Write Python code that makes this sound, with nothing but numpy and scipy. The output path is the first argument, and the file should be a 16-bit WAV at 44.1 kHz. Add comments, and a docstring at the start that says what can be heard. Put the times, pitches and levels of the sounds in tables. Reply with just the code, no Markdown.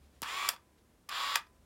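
"""A small room: a folding instant camera, held close in gloved hands, focuses and lets go.
Its sonar ranger ticks, a small motor spins up and drives the lens through plastic gears,
and a pawl stops it with a snap. On release of the button the motor winds the lens back
against its end stop. A small metal part rings after each stop.
Underneath lie room air and a faint low wavering tone near 70 Hz."""
import sys
import numpy as np
from scipy import signal
from scipy.fft import rfft, irfft
from scipy.io import wavfile

SR = 44100
rng = np.random.default_rng(int(sys.argv[2]) if len(sys.argv) > 2 else 0)


def put_to_file(sound):
    """Save the sound as 16-bit audio at rate SR, in the file named by the first command-line argument."""
    columns = np.atleast_2d(sound).T  # one column per channel
    safe = np.clip(columns, -1, 1)
    whole_steps = np.round(safe * 32767)
    wavfile.write(sys.argv[1], SR, whole_steps.astype(np.int16))


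N = 72765

# motor runs, lens out then back: start/s, stop/s, rattle/dB, whistle/dB, whistle f/Hz, run-down tau/s
RUNS = [(0.227, 0.485, -38.5, -56, 7060, 0.022), (1.089, 1.37, -36, -54.5, 7130, 0.013)]
GEAR_RATIO = 4  # shaft turns per gear turn


def undb(db):
    """Decibels to gain."""
    return 10 ** (np.asarray(db) / 20)


def unit(x):
    """Scale to rms 1."""
    return x / np.sqrt(np.mean(x ** 2))


def noise():
    """White noise."""
    return rng.standard_normal(N)


def butter(x, order, hz, kind):
    """Causal Butterworth filter."""
    return signal.sosfilt(signal.butter(order, hz, kind, fs=SR, output="sos"), x)


def drift(rate_hz):
    """Smooth random drift, rms 1."""
    return unit(butter(noise(), 2, rate_hz, "low"))


def band(x, hz, width_hz):
    """Resonance, gain 1 at its centre."""
    return signal.lfilter(*signal.iirpeak(hz, hz / width_hz, fs=SR), x)


def colour(x, points, tilt_db_oct=0):
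    """Minimum-phase filter of unit power, shaped by (f/Hz, level/dB) points and a tilt."""
    hz, db = np.array(points).T
    octave = np.log2(np.maximum(np.fft.rfftfreq(2 * N, 1 / SR), 1))
    tilt_db = tilt_db_oct * np.maximum(octave, np.log2(hz[0]))
    gain = unit(undb(np.interp(octave, np.log2(hz), db) + tilt_db))
    cepstrum = irfft(np.log(gain))
    cepstrum[1:N] *= 2
    cepstrum[N + 1:] = 0
    return irfft(rfft(x, 2 * N) * np.exp(rfft(cepstrum)))[:N]


def background(t):
    """Quiet room air and a faint low wavering tone near 70 Hz."""
    # air spectrum: f/Hz, relative level/dB
    air_shape = [(20, -22), (32, -15.5), (48, 1.5), (62, -6), (100, -8), (240, -7.5), (450, -13),
                 (550, -15.5), (800, -18.5), (1300, -22), (4000, -30), (10000, -31), (16000, -37)]
    # low tone envelope: t/s, level/dB
    low_tone_levels = [(0, -62), (.15, -69.5), (.45, -72.5), (1.0, -77.5), (1.45, -75), (1.65, -68)]
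    low_tone_hz = 69.8 * (1 + 0.0085 * drift(6.9))
    low_tone = np.sqrt(2) * np.sin(2 * np.pi * np.cumsum(low_tone_hz) / SR)
    air = undb(-67) * unit(colour(noise(), air_shape))
    return air + low_tone * undb(np.interp(t, *np.array(low_tone_levels).T))


def gloves(t):
    """Gloved fingers shift on the plastic body in soft swells of noise."""
    # rubs: peak t/s, 1/e half-width/s, level/dB, tilt/(dB/oct)
    rubs = [(0.044, 0.046, -66, -1.5), (0.157, 0.051, -67.5, -1), (0.539, 0.0092, -56, 3),
            (.785, 0.011, -62.5, -2), (1.56, 0.026, -74.5, -1), (1.636, 0.027, -69.5, -2)]
    # cloth-on-plastic spectrum: f/Hz, level/dB
    rub_shape = [(60, -3.5), (300, -17), (1000, -21), (4000, -20), (16000, -33)]
    return sum(colour(noise(), rub_shape, tilt) * undb(db) * np.exp(-((t - at_s) / width_s) ** 2)
               for at_s, width_s, db, tilt in rubs)


def sonar(t):
    """The ranger's foil ticks at both ends of its burst and settles with a falling thump."""
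    start_s, burst_s = .2195, .0011
    thump_hz, fall_s, decay_s = 2300, 0.000626, 0.0068
    edges = np.zeros(N)
    edges[int(start_s * SR)] = 1
    edges[int((start_s + burst_s) * SR)] = -undb(-3.5)
    ticks = colour(edges, [(500, -22), (3000, 3), (9000, 6), (16000, 5)])
    age = np.maximum(t - start_s, 0)
    thump = np.sin(2 * np.pi * thump_hz * fall_s * np.log1p(age / fall_s)) * np.exp(-age / decay_s)
    return undb(-14.5) * ticks + undb(-37.5) * thump


def motor(t, way, start_s, stop_s, rattle_db, whistle_db, whistle_hz, run_down_s):
    """One run (way 0 out, 1 back): whine and gear noise grow as the shaft spins up."""
    # shaft per run: top speed/Hz, spin-up tau/s, whine/dB
    shaft = [(387, .053, -40.5), (378, .036, -37.3)]
    top_hz, spin_up_s, whine_db = shaft[way]
    age = np.maximum(t - start_s, 0)
    speed = 1 - .5 * np.exp(-age / spin_up_s) * (t >= start_s)  # fraction of top speed
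    gate = np.clip(age / 0.00195, 0, 1) * np.exp(-np.maximum(t - stop_s, 0) / run_down_s)
    shaft_rad = 2 * np.pi * np.cumsum(top_hz * speed * (1 + .0035 * drift(60))) / SR
    whine = undb(whine_db) * shaft_whine(shaft_rad, way) * speed ** 1.7
    rattle, whistle = gear_noise(gear_teeth(shaft_rad, speed), way, whistle_hz)
    gears = (undb(rattle_db) * rattle + undb(whistle_db) * whistle) * speed ** 1.8
    return gate * np.array([whine, gears])


def shaft_whine(shaft_rad, way):
    """Shaft harmonics climb into a panel resonance; the eccentric gear makes them throb."""
    # whine partials: multiple of shaft rate, level out/dB, level back/dB
    partials = [(1, -7, -24.5), (2, -20.5, -22.5), (3, -11.5, -10.5), (4, -11, -14), (5, -7.5, -18),
                (6, -3, -9.5), (7, -12, -31), (9, -7, -9.5), (11, -20.5, -23), (13, -22, -19.5)]
    flutter_db, throb_depth = 1.4, .35
    whine = 0
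    for multiple, *levels_db in partials:
        gain = undb(levels_db[way] + flutter_db * drift(70))
        whine += gain * np.sin(multiple * shaft_rad + 2 * np.pi * rng.random())
    whine = butter(whine, 2, 780, "high")
    panel = undb(15) * band(whine, hz=1140, width_hz=80)
    return unit(whine + panel) * (1 + throb_depth * np.cos(shaft_rad / GEAR_RATIO))


def gear_teeth(shaft_rad, speed):
    """Tooth flaws repeat every gear turn; loose play adds fresh ticks."""
    points, repeat_share = 512, .35
    top_ticks_per_s, scatter_db = 8000, 1.8
    gear_turns = shaft_rad / (2 * np.pi * GEAR_RATIO)
    flaws = np.interp(gear_turns, np.arange(points) / points, rng.standard_normal(points), period=1)
    flaws = unit(butter(flaws, 4, 1100, "high"))
    ticks = rng.random(N) < top_ticks_per_s * speed / SR
    play = unit(ticks * np.sign(noise()) * undb(scatter_db * noise()))
    teeth = np.sqrt(repeat_share) * flaws * speed + np.sqrt(1 - repeat_share) * play
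    return teeth * (1 + .25 * np.cos(shaft_rad))


def gear_noise(teeth, way, whistle_hz):
    """Tooth contacts rattle the lens housing; a thin whistle rides on top."""
    # rattle spectrum: f/Hz, level out/dB, level back/dB
    rattle_shape = [(147, -26.5, -30), (445, -15, -15), (699, -8.5, -8), (858, -1, -2.5), (1065, 1, 3),
                    (1500, -6.5, -2), (2500, -0.5, -5.5), (2960, -6, -3.5), (4830, -10, -7),
                    (6000, -15, -17.5), (10200, -21, -22.5), (16000, -25.5, -25.5)]
    # housing resonances: f/Hz, width/Hz, gain/dB
    housing = [(1140, 120, -4), (2380, 160, -7), (3410, 200, -1)]
    rattle = colour(teeth, [(hz, levels_db[way]) for hz, *levels_db in rattle_shape])
    rattle += sum(undb(db) * band(rattle, hz, width_hz) for hz, width_hz, db in housing)
    whistle = band(band(teeth, whistle_hz, width_hz=240), whistle_hz, width_hz=240)
    return unit(rattle), unit(whistle)


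def clacks(t):
    """Pawl and gears chatter for a few milliseconds and ring the body."""
    # clacks: t/s, level/dB, hold/s, tilt/(dB/oct), ring re snap/dB
    hits = [(0.2273, -37.5, .001, -5, -18.5), (0.2296, -35, 0.0059, -1.5, -17),
            (0.4887, -17.5, .0021, 1.76, -18), (0.4923, -33, .0012, -5.5, -2),
            (0.531, -52, 0.0087, -3.5, -1.5), (0.562, -54.5, 0.0031, -4, -10),
            (1.0883, -56, 0.0013, -4, -1.5), (1.0901, -40, 0.0043, 1.5, -14),
            (1.126, -37.5, 0.0016, -10, -27), (1.3556, -22.5, 0.0037, -0.57, -17.5),
            (1.466, -66, 0.0065, -3.5, -7)]
    # contact spectrum: f/Hz, level/dB
    snap_shape = [(150, -40), (400, -18), (650, -12), (900, 0.5), (2000, 5), (3200, 5), (3900, -1),
                  (5000, 6.5), (6500, -2.5), (11000, -4.5), (16000, -9)]
    # body modes: f/Hz, level/dB, t60/s
    body_modes = [(949, 1, 0.058), (1214, 5.5, 0.041), (1312, -2, 0.039), (1750, 4.5, 0.03),
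                  (2515, -5.5, 0.03), (2743, -5.5, 0.034), (3464, 4.5, .03), (5200, 1, 0.017),
                  (9150, -5, .018), (10400, -8, .025)]
    contacts_per_s, decay_s = 12000, 0.0013
    ring = sum(undb(db - 60 * t / t60) * np.sin(2 * np.pi * hz * t) for hz, db, t60 in body_modes)
    ring /= np.linalg.norm(ring)
    out = 0
    for at_s, db, hold_s, tilt, ring_db in hits:
        chatter = unit(np.sign(noise()) * (rng.random(N) < contacts_per_s / SR))
        envelope = (t >= at_s) * np.exp(-np.maximum(t - at_s - hold_s, 0) / decay_s)
        snap = undb(db) * colour(chatter * envelope, snap_shape, tilt)
        out += snap + undb(ring_db) * signal.fftconvolve(snap, ring)[:N]
    return out


def metal_ring(t):
    """A small metal part rings faintly after each stop, louder after the harder run."""
    hz, peak_db, t60_s = 1007, -65.5, 1.0
    hardest_db = max(rattle_db for _, _, rattle_db, *_ in RUNS)
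    envelope = sum((t > stop_s) * undb(rattle_db - hardest_db - 60 * np.abs(t - stop_s) / t60_s)
                   for _, stop_s, rattle_db, *_ in RUNS)
    return undb(peak_db) * envelope * np.sin(2 * np.pi * hz * t)


def room(x, t):
    """Short diffuse reflections, longest in the midrange."""
    # reverberation bands: f/Hz, t60/s, level/dB
    bands = [(520, 0.13, -5), (1300, 0.19, -8), (3870, 0.15, -21.5), (10600, 0.11, -12)]
    build_up = np.clip((t - .002) / 0.0047, 0, 1)
    response = 0
    for hz, t60, db in bands:
        tail = build_up * undb(-60 * t / t60)
        response += undb(db) * band(noise(), hz, width_hz=hz) * tail / np.linalg.norm(tail)
    return signal.fftconvolve(x, response)[:N]


def scene():
    """Camera, reflections and background, mono."""
    t = np.arange(N) / SR
    whine, gears = sum(motor(t, way, *run) for way, run in enumerate(RUNS))
    body = gears + clacks(t) + gloves(t)
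    ping = sonar(t)
    echoes = room(body + undb(-6) * whine + undb(-3.5) * ping, t)
    return (whine + body + metal_ring(t) + ping + echoes + background(t))[None]


def record(dry):
    """High-pass at 38 Hz, steep low-pass at 16.1 kHz."""
    low_pass = signal.ellip(10, .2, 70, 16100, fs=SR, output="sos")
    return signal.sosfilt(low_pass, butter(dry, 4, 38, "high"))


dry = scene()
out = record(dry)
put_to_file(out)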